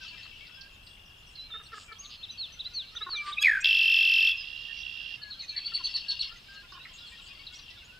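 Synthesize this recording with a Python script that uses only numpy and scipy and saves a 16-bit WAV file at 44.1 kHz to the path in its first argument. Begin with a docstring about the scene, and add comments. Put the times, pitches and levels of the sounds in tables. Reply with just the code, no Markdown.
"""A male blackbird sings close by in a marsh: soft whistles, a falling gurgle, then a buzzy trill
in which one side of the syrinx holds each note while the other flicks against it.
Neighbouring males trill further off, a female chatters, small birds rasp, whistle, chip and croak.
Reeds scatter every call, over a low rumble and a faint chorus."""
import sys
import numpy as np
from scipy import signal
from scipy.fft import rfft, irfft, next_fast_len
from scipy.io import wavfile
from scipy.ndimage import uniform_filter1d

SR = 44100
rng = np.random.default_rng(int(sys.argv[2]) if len(sys.argv) > 2 else 0)


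def master(y):
    """Save y as 16-bit WAV."""
    cut = np.clip(np.atleast_2d(y).T, -1, 1)
    pcm = np.round(cut * 32767)  # scale
    wavfile.write(sys.argv[1], SR, pcm.astype(np.int16))


N = 352359
TIME = np.arange(N) / SR
SIDE = np.array([[1], [-1]])


def undb(db):
    return 10 ** (np.asarray(db) / 20)


def unit(x):
    return x / np.sqrt(np.mean(x ** 2))


def columns(table, at):
    """Every column after the first, interpolated along the first."""
    axis, *rest = np.transpose(table)
    return [np.interp(at, axis, column) for column in rest]


def span(table):
    """The samples that a table of times covers."""
    return slice(max(int(table[0][0] * SR), 0), min(int(table[-1][0] * SR), N))


def place(start_s, n):
    """A slot of n samples, kept inside the scene."""
    i = min(max(int(start_s * SR), 0), N - n)
    return slice(i, i + n)


def add(out, where, x, pan_db=0):
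    """Mixes x in; pan is left minus right."""
    out[:, where] += x * undb(SIDE * pan_db / 2)


def colour(n, spectrum):
    """Noise of rms 1, shaped by (frequency [Hz], density [dB])."""
    hz, db = np.transpose(spectrum)
    size = next_fast_len(n)
    bins_hz = np.arange(size // 2 + 1) * SR / size + 1
    gain = undb(np.interp(np.log(bins_hz), np.log(hz), db, left=-90, right=-90))
    return unit(irfft(rfft(rng.standard_normal(size)) * gain, size)[:n])


def wobble(n, rate_hz):
    """Smooth random drift of rms 1."""
    k = max(int(SR / rate_hz), 2)
    return unit(uniform_filter1d(uniform_filter1d(rng.standard_normal(n + k), k), k)[:n])


def tone(hz, db, orders=((1, 0),)):
    """Membrane tone with soft ends; orders are (harmonic, gain [dB])."""
    phase = 2 * np.pi * (np.cumsum(hz) / SR + rng.random())
    wave = sum(undb(gain_db) * np.sin(order * phase) for order, gain_db in orders)
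    return np.sqrt(2) * undb(db) * wave * signal.windows.tukey(len(hz), min(300 / len(hz), 1))


def reeds(x, t60_s, wet_db, width):
    """Adds scatter from stems and leaves: a decaying stereo noise tail."""
    n = int(t60_s * SR)
    mid, side = rng.standard_normal((2, n)) * np.exp(-np.log(1000) * np.arange(n) / n)
    tail = (mid + width * side * SIDE) / np.sqrt(np.sum(mid ** 2))
    return x + undb(wet_db) * signal.oaconvolve(x, tail, axes=1)[:, :N]


# background spectrum: (frequency [Hz], density [dB])
AIR_COLOUR = [(12, -32), (20, 4.5), (87, -2), (289, -14.5), (393, -18), (1720, -19.5), (2150, -25),
              (2760, -10), (3450, -20.5), (4190, -47), (5090, -24), (6540, -31), (15500, -34.5)]
# tilt of its side channel: (frequency [Hz], gain [dB])
AIR_SIDE_TILT = [(20, -26.5), (125, -15), (500, 3), (1500, 8.5), (5000, 9), (15000, -43)]


def air(level_db=-57):
    """Far rumble and hiss; the bass is nearly mono."""
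    side_colour = [(hz, db + columns(AIR_SIDE_TILT, hz)[0]) for hz, db in AIR_COLOUR]
    return undb(level_db) * (colour(N, AIR_COLOUR) + undb(-3) * colour(N, side_colour) * SIDE)


# chorus envelope, early and late part: (time [s], level [dB])
CHORUS_LEVEL = [
    [(0.0, -45.5), (0.97, -65.5), (3.3, -50)],
    [(5.2, -54.5), (5.7, -47), (7.99, -53.5)],
]
# chorus spectrum: (frequency [Hz], density [dB])
CHORUS_COLOUR = [(900, -18), (1500, -10.5), (2200, -6.5), (2700, 2.5), (3600, 2.5), (5200, -2), (6000, -19),
                 (8500, -19)]


def chorus(count=650, trim_db=-2.5):
    """Countless far songs: a flickering blur with short arched twitters in it."""
    mid, side = (colour(N, CHORUS_COLOUR) * undb(1.9 * wobble(N, 23)) for _ in range(2))
    blur = undb(-4) * (mid + .5 * side * SIDE)
    calls = np.zeros((2, N))
    for start, pitch, bend, arch, length, size, pan in rng.random((count, 7)):
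        low = (1 - pitch) ** 2  # lower voices whistle longer and flatter
        n = int((.012 + .0443 * length) * (1 + .85 * low) * SR)
        i = int(start * (N - SR // 10))
        u = np.linspace(-1, 1, n)
        contour = .25 * (bend - .6) * u - .12 * arch * u ** 2
        hz = 900 * 7.5 ** pitch * (1 + (1 - .8 * low) * contour)
        db = -7 + 6.5 * size ** 2 + .8 * columns(CHORUS_COLOUR, hz)[0]
        add(calls, slice(i, i + n), tone(hz, db) * np.hanning(n), 14 * (pan - .5))
    level_db = columns(CHORUS_LEVEL[0] + CHORUS_LEVEL[1], TIME)[0] + trim_db
    return (blur + reeds(calls, t60_s=.12, wet_db=0, width=.36)) * undb(level_db)


# one trill note, each side of the syrinx: (beat phase [0-1], pitch [ratio], gain [dB])
HELD_SIDE = [(0, 1.08, -14), (.03, 1.065, -2), (.16, 1.032, 0.5), (.5, 1.01, 0), (.75, .997, -.5),
             (.79, 1.07, -9), (.83, 1.04, -18), (.9, 1.0, -13), (.97, 1.05, -20), (1, 1.08, -14)]
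FLICK_SIDE = [(0, 1.28, -13), (.04, 1.22, -3), (.13, 1.2, -7), (.3, 1.19, -16), (.6, 1.18, -22),
              (.78, 1.3, -22), (.82, 1.45, -20), (.86, 1.95, -22), (.92, 1.92, -15), (.97, 1.5, -24),
              (1, 1.28, -13)]
# breath spectrum: (frequency [Hz], density [dB])
BREATH_COLOUR = [(1400, -19), (1900, -7), (2400, -22.5), (3200, 5.5), (4200, -4), (5300, -1), (6200, -26),
                 (7600, -34), (9500, -24), (12500, -21), (15700, -25.5)]


def trill(beat, hz, db, waver, flick_gain_db, breath_db, throb_db):
    """Each beat, one side of the syrinx holds a note, the other plunges against it; air rasps."""
    phase, n = beat % 1, len(beat)
    held_pitch, held_db = columns(HELD_SIDE, phase)
    flick_pitch, flick_db = columns(FLICK_SIDE, phase)
    handover = np.exp(-((phase - .88) / .07) ** 2)
    slip = (.004 * waver + .025 * handover) * wobble(n, 300)  # breaks coherence between notes
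    held_db += waver * wobble(n, 490)
    held = tone(hz * held_pitch * (1 + slip), held_db, [(1, -2.5), (2, -28.5)])
    flick_hz = hz * flick_pitch * (1 + .0303 * wobble(n, 421))
    flick = tone(flick_hz, flick_db + flick_gain_db + 2.3 * wobble(n, 440))
    breath = undb(breath_db) * (1 + 1.9 * handover) * colour(n, BREATH_COLOUR)
    throb = throb_db * np.cos(2 * np.pi * (phase - .35))
    return undb(db + throb) * (held + flick + breath)


# far trills: (time [s], length [s], pitch [Hz], opening rate [Hz], first beat phase [0-1],
# opening level [dB], closing level [dB], flick gain [dB], pan [dB])
FAR_TRILLS = [(0., 0.86, 2635, 61, 0.28, -50, -63, 5, 12), (.85, 1, 2752, 48, 0.11, -58.5, -64.5, 7.5, 7),
              (2.197, 0.49, 2633, 56, 0.14, -64, -66.5, 9, 21),
              (4.339, .835, 2723, 67, 0.31, -43, -41, 1, -9.5),
              (5.664, .66, 2729, 48.0, .3, -49.5, -48, 4, 11),
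              (6.45, 0.48, 2766, 52.0, 0.31, -76, -59, -5, -2),
              (6.902, 0.83, 2730, 47, 0.22, -57.5, -57.5, 9.5, 9),
              (7.802, .19, 2750, 36, 0.2, -74, -65, 3, 14)]


def neighbours(slowing_hz_per_s=2.5, fade_s=.02):
    """Rough, slowing trills of far males; the long air path takes the treble."""
    out = np.zeros((2, N))
    for start_s, length_s, hz, rate_hz, phase, open_db, close_db, flick_db, pan_db in FAR_TRILLS:
        t = np.arange(int(length_s * SR)) / SR
        beat = phase + rate_hz * t - slowing_hz_per_s * t ** 2 / 2
        db = open_db + (close_db - open_db) * t / length_s
        song = trill(beat, hz, db, waver=2.58, flick_gain_db=flick_db, breath_db=-12.5, throb_db=2.7)
        fade = signal.windows.tukey(len(t), 2 * fade_s / length_s)
        add(out, place(start_s, len(t)), song * fade, pan_db)
    dulled = signal.sosfilt(signal.butter(4, 6500, fs=SR, output="sos"), out)
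    return reeds(dulled, t60_s=.3, wet_db=-10, width=.3)


# rasping calls: (time [s], length [s], centre [Hz], width [Hz], buzz [Hz], level [dB])
RASPS = [(0, 0.08, 4600, 1980, 61, -51.5), (0.461, 0.031, 4430, 1500, 120, -54),
         (1.725, 0.18, 7500, 1520, 110, -59.5), (1.698, 0.17, 4100, 2520, 90, -54),
         (1.994, 0.13, 6400, 600, 120, -56.5), (2.043, 0.027, 3610, 800, 145, -45.5),
         (2.087, 0.091, 3830, 2000, 116, -46), (3.25, 0.073, 3260, 2670, 540, -44),
         (4.757, 0.082, 5100, 1200, 91, -50.5), (5.545, 0.065, 1960, 500, 75, -48.5),
         (7.046, 0.11, 7600, 1200, 99, -65), (7.202, 0.098, 7570, 1200, 81, -63.5),
         (7.514, 0.08, 6500, 3000, 110, -61)]


def rasps():
    """Small birds rasp: throbbing bands of noise."""
    out = np.zeros((2, N))
    for start_s, length_s, hz, width, buzz_hz, db in RASPS:
        n = int(length_s * SR)
        band = colour(n, [(hz - width, -24), (hz - width / 2, 0),
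                          (hz + width / 2, 0), (hz + width, -24)])
        throb = 1 + .28 * np.sin(2 * np.pi * buzz_hz * np.arange(n) / SR)
        add(out, place(start_s, n), undb(db) * band * throb * signal.windows.tukey(n, .6))
    return out


def glide(length_s, first, last):
    """Straight pitch contour, 3 dB down at the ends."""
    return [(0, first, -3), (length_s / 2, (first + last) / 2, 0), (length_s, last, -3)]


def sing(out, start_s, contour, hz, db, pan_db=0, orders=((1, 0),), rough=1):
    """Mixes in one note that wavers in pitch and level."""
    pitch, gain_db = columns(contour, np.arange(int(contour[-1][0] * SR)) / SR)
    n = len(pitch)
    pitch *= 1 + .0034 * rough * wobble(n, 170)
    gain_db += .61 * rough * wobble(n, 110)
    add(out, place(start_s, n), tone(hz * pitch, db + gain_db, orders), pan_db)


# plain whistles: (time [s], length [s], first pitch [Hz], last pitch [Hz], level [dB], pan [dB])
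WHISTLES = [(0.004, 0.042, 1582, 1500, -53.5, -1), (0.404, 0.044, 2200, 2320, -55.5, 16),
            (0.517, 0.072, 3385, 3330, -59, 15), (0.543, 0.03, 5060, 5100, -57, 6),
            (0.569, .11, 1572, 1620, -58, -10), (.83, 0.14, 8350, 8100, -69, 0),
            (1.265, 0.075, 8160, 8150, -69, 0), (1.431, 0.11, 2340, 2270, -65, 0),
            (1.623, 0.059, 8200, 8200, -65, 0), (1.879, 0.06, 2354, 2280, -56, 18),
            (1.954, 0.026, 3150, 3390, -53.5, -7), (1.981, 0.13, 1100, 1230, -62, 0),
            (2.173, 0.09, 4300, 4120, -54, 0), (4.373, 0.061, 5200, 4920, -44, -4),
            (4.682, 0.046, 1830, 1824, -53.5, -10), (5.213, 0.1, 1710, 1664, -56.5, 18),
            (5.482, .058, 6220, 6240, -62.5, 4), (5.49, 0.095, 2420, 2310, -59, 18),
            (6.066, 0.082, 1657, 1590, -58.5, -6), (6.483, 0.14, 1585, 1615, -51.5, 2.5),
            (6.556, 0.058, 4350, 4170, -54, 0), (6.928, 0.055, 7600, 7600, -60, 0),
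            (6.935, .04, 6750, 6670, -58, -3), (7.013, 0.079, 3550, 3200, -51.5, -7),
            (7.119, 0.042, 1876, 1880, -54, 1), (7.391, 0.039, 2205, 2260, -58.5, 15),
            (7.932, 0.068, 1483, 1524, -58.5, 4)]


def whistles():
    """Small birds whistle pure, gliding tones."""
    out = np.zeros((2, N))
    for start_s, length_s, first_hz, last_hz, db, pan_db in WHISTLES:
        sing(out, start_s, glide(length_s, 1, last_hz / first_hz), first_hz, db, pan_db)
    return out


# note contours by name: (time [s], pitch [ratio], gain [dB])
CONTOURS = {"arch": [(0, .74, -24), (.011, .91, -7), (.021, 1.0, 0), (.031, .89, -7), (.043, .7, -22)],
            "hook": [(0, .84, -20), (.012, .94, -6), (.022, 1.0, 0), (.032, 1.005, -1), (.041, .99, -26)],
            "slur": [(0, 1.07, -30), (.014, 1.05, -8), (.042, 1.0, 0), (.072, .86, -4), (.1, .71, -17),
            (.127, .6, -27)], "dip": [(0, 1.08, -12), (.024, 1.0, -1), (.045, 1.015, 0), (.085, 1.05, -7),
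            (.125, 1.03, -19)], "bow": [(0, .9, -8), (.01, .97, -4), (.025, 1.0, 0), (.04, .995, 0),
            (.054, .87, -5)], "steps": [(0, 1.07, -6), (.008, 1.08, 0), (.02, 1.0, 0), (.04, 1.0, -3),
            (.055, .88, -8)]}
# song notes: (time [s], contour, pitch [Hz], level [dB], pan [dB])
SONG_NOTES = [(.115, "arch", 7150, -70, 6), (.225, "arch", 7200, -70, 6), (.712, "bow", 7050, -70.5, 6),
              (.885, "steps", 5300, -72, 8), (1.052, "steps", 5450, -65.5, 5), (1.172, "bow", 7110, -73, 8),
              (1.295, "bow", 6950, -74, 8), (1.265, "steps", 5450, -64, 10), (1.367, "dip", 3953, -42, -1),
              (1.4, "steps", 5270, -64.5, 9), (1.503, "dip", 3556, -39.5, -1.5),
              (1.631, "steps", 5560, -63.5, 7), (1.648, "arch", 4430, -49.5, 0),
              (1.981, "hook", 6500, -43, -0.5), (2.0, "arch", 3010, -53, 0), (2.03, "steps", 4310, -55, 9),
              (2.22, "arch", 3930, -36, 1), (2.281, "hook", 3970, -39, -0.5),
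              (2.371, "slur", 4235, -33.5, -1), (2.585, "arch", 4002, -33, -0.5),
              (2.631, "arch", 4780, -50, 0), (2.643, "hook", 4040, -33.5, -2),
              (2.734, "slur", 4290, -32, 0), (2.868, "arch", 4230, -50, 0), (2.951, "arch", 3880, -34, -2),
              (3.006, "hook", 3910, -33.5, -1.5), (3.091, "slur", 4310, -32, -1),
              (3.312, "arch", 3880, -35, -1.5), (3.375, "hook", 3850, -35.5, -2),
              (5.41, "bow", 6340, -63.5, -21), (5.831, "bow", 6220, -58.5, -21),
              (6.352, "hook", 6420, -59.5, -2), (7.535, "hook", 5700, -49, -2),
              (7.615, "steps", 5500, -61, 1), (7.833, "hook", 6850, -58, -1)]


def song_notes():
    """Small birds sing arched, hooked and slurred notes."""
    out = np.zeros((2, N))
    for start_s, shape, hz, db, pan_db in SONG_NOTES:
        sing(out, start_s, CONTOURS[shape], hz, db, pan_db)
    return out


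def plunges(rows, hoarse, wet_db, length_s=.013, trim_db=-18):
    """Quick falls in pitch, scattered by the reeds; rows as in CHIPS."""
    out, n = np.zeros((2, N)), int(length_s * SR)
    for start_s, db, middle_hz, fall_oct, pan_db in rows:
        hz = middle_hz * 2 ** (fall_oct * np.linspace(.5, -.5, n))
        hz *= 1 + hoarse * wobble(n, 1500)
        add(out, place(start_s, n), tone(hz, db + trim_db + 3 * wobble(n, 600)), pan_db)
    return reeds(out, t60_s=.2, wet_db=wet_db, width=.26)


# chip calls: (time [s], level before trim [dB], middle pitch [Hz], fall [octaves], pan [dB])
CHIPS = [(0.249, -38.5, 1570, 1.7, 3), (0.492, -44, 1560, 1.7, 4), (0.608, -31, 4340, 0.88, -8),
         (0.8655, -36, 4160, .8, 3), (0.962, -39, 2510, .7, 3), (1.352, -33, 4120, .9, -5),
         (1.9204, -32.5, 3860, 0.76, -5), (6.7167, -41, 4610, 0.66, -19), (6.848, -26.5, 2054, 0.53, -2),
         (6.984, -30, 4200, 0.86, -2), (7.466, -23, 3850, 0.31, 0.5), (7.5403, -34, 3630, .9, -1),
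         (7.586, -31, 4570, 0.89, 1), (7.703, -37, 3840, 1.4, -18)]


def chips():
    """Thin chips all around, each one plunge in pitch."""
    return plunges(CHIPS, hoarse=.04, wet_db=.5)


# croaking calls: (time [s], length [s], pitch [Hz], level [dB])
CROAKS = [(1.497, 0.024, 446, -61), (1.537, 0.035, 458, -49), (1.598, 0.026, 443, -47.5),
          (1.718, 0.068, 441, -46.5), (1.878, 0.039, 460, -58), (1.914, 0.025, 449, -49.5),
          (2.95, 0.032, 472, -52.5), (3.003, .032, 429, -47), (3.062, 0.034, 375.5, -42),
          (3.128, .03, 448, -50), (3.275, 0.0555, 386.6, -46), (5.718, 0.017, 457, -53),
          (5.793, 0.03, 365, -54.5), (6.304, .03, 466, -51.5), (6.721, 0.069, 377, -54)]
# croak timbre: (harmonic, gain [dB])
CROAK_ORDERS = [(1, -17), (2, -24), (3, 0), (4, -7), (5, -18)]


def croaks():
    """Low, rough, sagging calls, strongest at the third harmonic."""
    out = np.zeros((2, N))
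    for start_s, length_s, hz, db in CROAKS:
        sing(out, start_s, glide(length_s, 1.01, .94), hz, db, orders=CROAK_ORDERS, rough=7.5)
    return out


def pips(start_s=2.308, period_s=.213, length_s=.034):
    """An even row of five high pips."""
    out = np.zeros((2, N))
    for k in range(5):
        sing(out, start_s + k * period_s, glide(length_s, 1, 1), hz=6030, db=-52.5, rough=.93)
    return out


# near male's notes, one table per high whistle: (time [s], pitch [Hz], level [dB])
LOW_WHISTLE = [(3.13, 1202, -75), (3.29, 1182, -36.5), (3.41, 1213, -67)]
HIGH_WHISTLES = [
    [(3.145, 2380, -58), (3.17, 2352, -40.5), (3.21, 2348, -37), (3.25, 2286, -58)],
    [(3.36, 2400, -73), (3.376, 2500, -33), (3.3805, 2500, -43), (3.3825, 2350, -28), (3.386, 2570, -27),
     (3.391, 2620, -34), (3.406, 2650, -57.5)],
    [(3.6, 2510, -51), (3.624, 2440, -42.5), (3.632, 2600, -40), (3.642, 2740, -39)],
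    [(4.3, 3460, -41), (4.315, 3400, -35.5), (4.336, 3200, -42)],
    [(4.305, 2700, -54), (4.335, 2554, -35.5), (4.36, 2480, -53)],
]
PRESSED_NOTE = [(3.405, 1630, -62), (3.417, 1640, -46), (3.424, 1665, -39), (3.428, 1670, -33),
                (3.432, 1660, -50)]
THIN_NOTE = [(3.602, 815, -70), (3.615, 822, -56), (3.628, 830, -68)]
# their timbres: (harmonic, gain [dB])
LOW_ORDERS = [(1, 1.5), (5, -27.5), (6, -25.5), (7, -21)]
PRESSED_ORDERS = [(1, -3), (2, 11), (3, 1.5), (4, 1.5), (5, -6), (6, -15), (7, -9), (8, -19), (9, -19)]
THIN_ORDERS = [(7, 10), (8, 7.5), (9, 11), (10, 4.5)]


def male_whistles():
    """Whistles open and close the song; a brassy note leads into the gurgle, a thin one follows it."""
    out = np.zeros((2, N))
    notes = [(LOW_WHISTLE, LOW_ORDERS), (PRESSED_NOTE, PRESSED_ORDERS), (THIN_NOTE, THIN_ORDERS)]
    notes += [(whistle, [(1, 3), (2, -43.5)]) for whistle in HIGH_WHISTLES]
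    for contour, orders in notes:
        hz, db = columns(contour, TIME[span(contour)])
        add(out, span(contour), tone(hz, db, orders))
    return out


# gurgle contour: (time [s], pitch [Hz], level [dB])
GURGLE = [(3.423, 2683, -31), (3.439, 2480, -18), (3.45, 2437, -12.5), (3.462, 2262, -13.5),
          (3.487, 1865, -15.5), (3.518, 1716, -21.5), (3.575, 1577, -23), (3.6, 1550, -30.5)]
# its slowing beat: (time [s], bursts so far)
GURGLE_BEAT = [(3.4235, 0.), (3.4445, 2.), (3.455, 3.), (3.493, 6.), (3.51, 7.), (3.53, 8.), (3.589, 11.),
               (3.605, 11.8)]
# one burst: (beat phase [0-1], pitch [ratio], gain [dB])
GURGLE_BURST = [(0, .94, -22), (.08, .95, -6), (.42, 1.0, 0), (.65, 1.04, -5), (.82, 1.1, -20),
                (1, 1.0, -26)]
# airy top: (frequency [Hz], density [dB])
SHEEN_COLOUR = [(5500, -5), (8000, 4), (12000, -3), (15500, -12)]


def male_gurgle(plunge_peak_s=3.44):
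    """One side of the syrinx sings falling bursts; the other plunges at first, then only rustles."""
    out, t = np.zeros((2, N)), TIME[span(GURGLE)]
    hz, db = columns(GURGLE, t)
    phase = columns(GURGLE_BEAT, t)[0] % 1
    pitch, burst_db = columns(GURGLE_BURST, phase)
    bursts = tone(hz * pitch, db + burst_db, [(1, 0), (2, -30), (3, -46), (5, -48)])
    plunge_db = -21 - 40 * phase - 30 * np.exp(-phase / .03) - 550 * np.abs(t - plunge_peak_s)
    plunge = tone(3000 + 2500 * np.exp(-phase / .1), plunge_db)
    rustle = colour(len(t), BREATH_COLOUR) + undb(-11) * colour(len(t), SHEEN_COLOUR)
    add(out, span(GURGLE), bursts + plunge + undb(db - 35) * rustle)
    return out


# near trill envelope: (time [s], level [dB])
TRILL_LEVEL = [(3.642, -15.5), (3.648, -19.5), (3.9, -18.5), (4.295, -18.5), (4.306, -23), (4.314, -23.5),
               (4.38, -56)]


def male_trill(start_s=3.646, hz=2637, rate_hz=45.4, rush_notes=1.63, rush_s=.027, accent_s=.063):
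    """The near trill opens in a rush with its strongest flicks, then settles."""
    out, where = np.zeros((2, N)), span(TRILL_LEVEL)
    t = TIME[where] - start_s
    beat = rate_hz * t + rush_notes * t / (t + rush_s)
    db = columns(TRILL_LEVEL, TIME[where])[0]
    accent_db = 5 * np.exp(-t / accent_s)
    add(out, where, trill(beat, hz, db, waver=.5, flick_gain_db=accent_db, breath_db=-21.5, throb_db=0))
    return out


# chatter: (time [s], pitch [Hz], level [dB], snap level before trim [dB], snap pitch [Hz])
CHATTER = [(5.214, 4280, -43, -60, 3200), (5.302, 4094, -40.5, -50, 3200), (5.392, 4170, -38.5, -50, 3200),
           (5.48, 4215, -36.5, -43, 3280), (5.561, 4404, -33, -32.5, 3110),
           (5.645, 4530, -32.5, -31.5, 3050), (5.735, 4480, -28.5, -31.5, 3135),
           (5.837, 4480, -28, -23.5, 3530), (5.939, 4420, -29, -20.5, 4170),
           (6.082, 4350, -29.5, -21, 4240), (6.192, 4290, -29, -17, 4094)]


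def female(lead_s=.05, onset_hz=4454, peak_s=.022, note_s=.045, snap_s=.025, snap_oct=1.3):
    """Sharp notes from both sides of the syrinx, each led by a faint rise and closed by a snap."""
    out, n = np.zeros((2, N)), int(note_s * SR)
    rise = np.linspace(0, 1, int(lead_s * SR))
    for start_s, pitch_hz, peak_db, *_ in CHATTER:
        orders = [(1, 0), (2, -28 + 2.1 * (peak_db + 27))]  # the octave grows with effort
        contour = [(0, onset_hz, -7.5), (peak_s, pitch_hz, 0), (note_s, pitch_hz, -13)]
        hz, db = columns(contour, np.arange(n) / SR)
        for ratio, side_db in [(1, 0), (.92, -8)]:
            voice_hz = ratio * hz * (1 + .011 * wobble(n, 500))
            voice_db = peak_db + side_db + db + 3 * wobble(n, 250)
            add(out, place(start_s, n), tone(voice_hz, voice_db, orders))
        lead = tone(3000 + 1000 * rise, peak_db - 34 + 6 * rise)
        add(out, place(start_s - lead_s, len(rise)), lead)
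    snaps = [(start_s + snap_s, db, hz, snap_oct, 0) for start_s, _, _, db, hz in CHATTER]
    return reeds(out, t60_s=.24, wet_db=-6, width=.17) + plunges(snaps, hoarse=.04, wet_db=2.2)


def scene():
    distance = air() + chorus() + neighbours()
    calls = rasps() + whistles() + song_notes() + croaks() + pips()
    small_birds = reeds(calls, t60_s=.48, wet_db=-12, width=.1) + chips()
    song = male_whistles() + male_gurgle() + male_trill()
    male = reeds(song, t60_s=.5, wet_db=-11.5, width=.067)
    return distance + small_birds + male + female()


def record(dry, top_hz=15550):
    """A steep low-pass cuts the top."""
    return signal.sosfilt(signal.ellip(10, .2, 80, top_hz, fs=SR, output="sos"), dry)


dry = scene()
out = record(dry)
master(out)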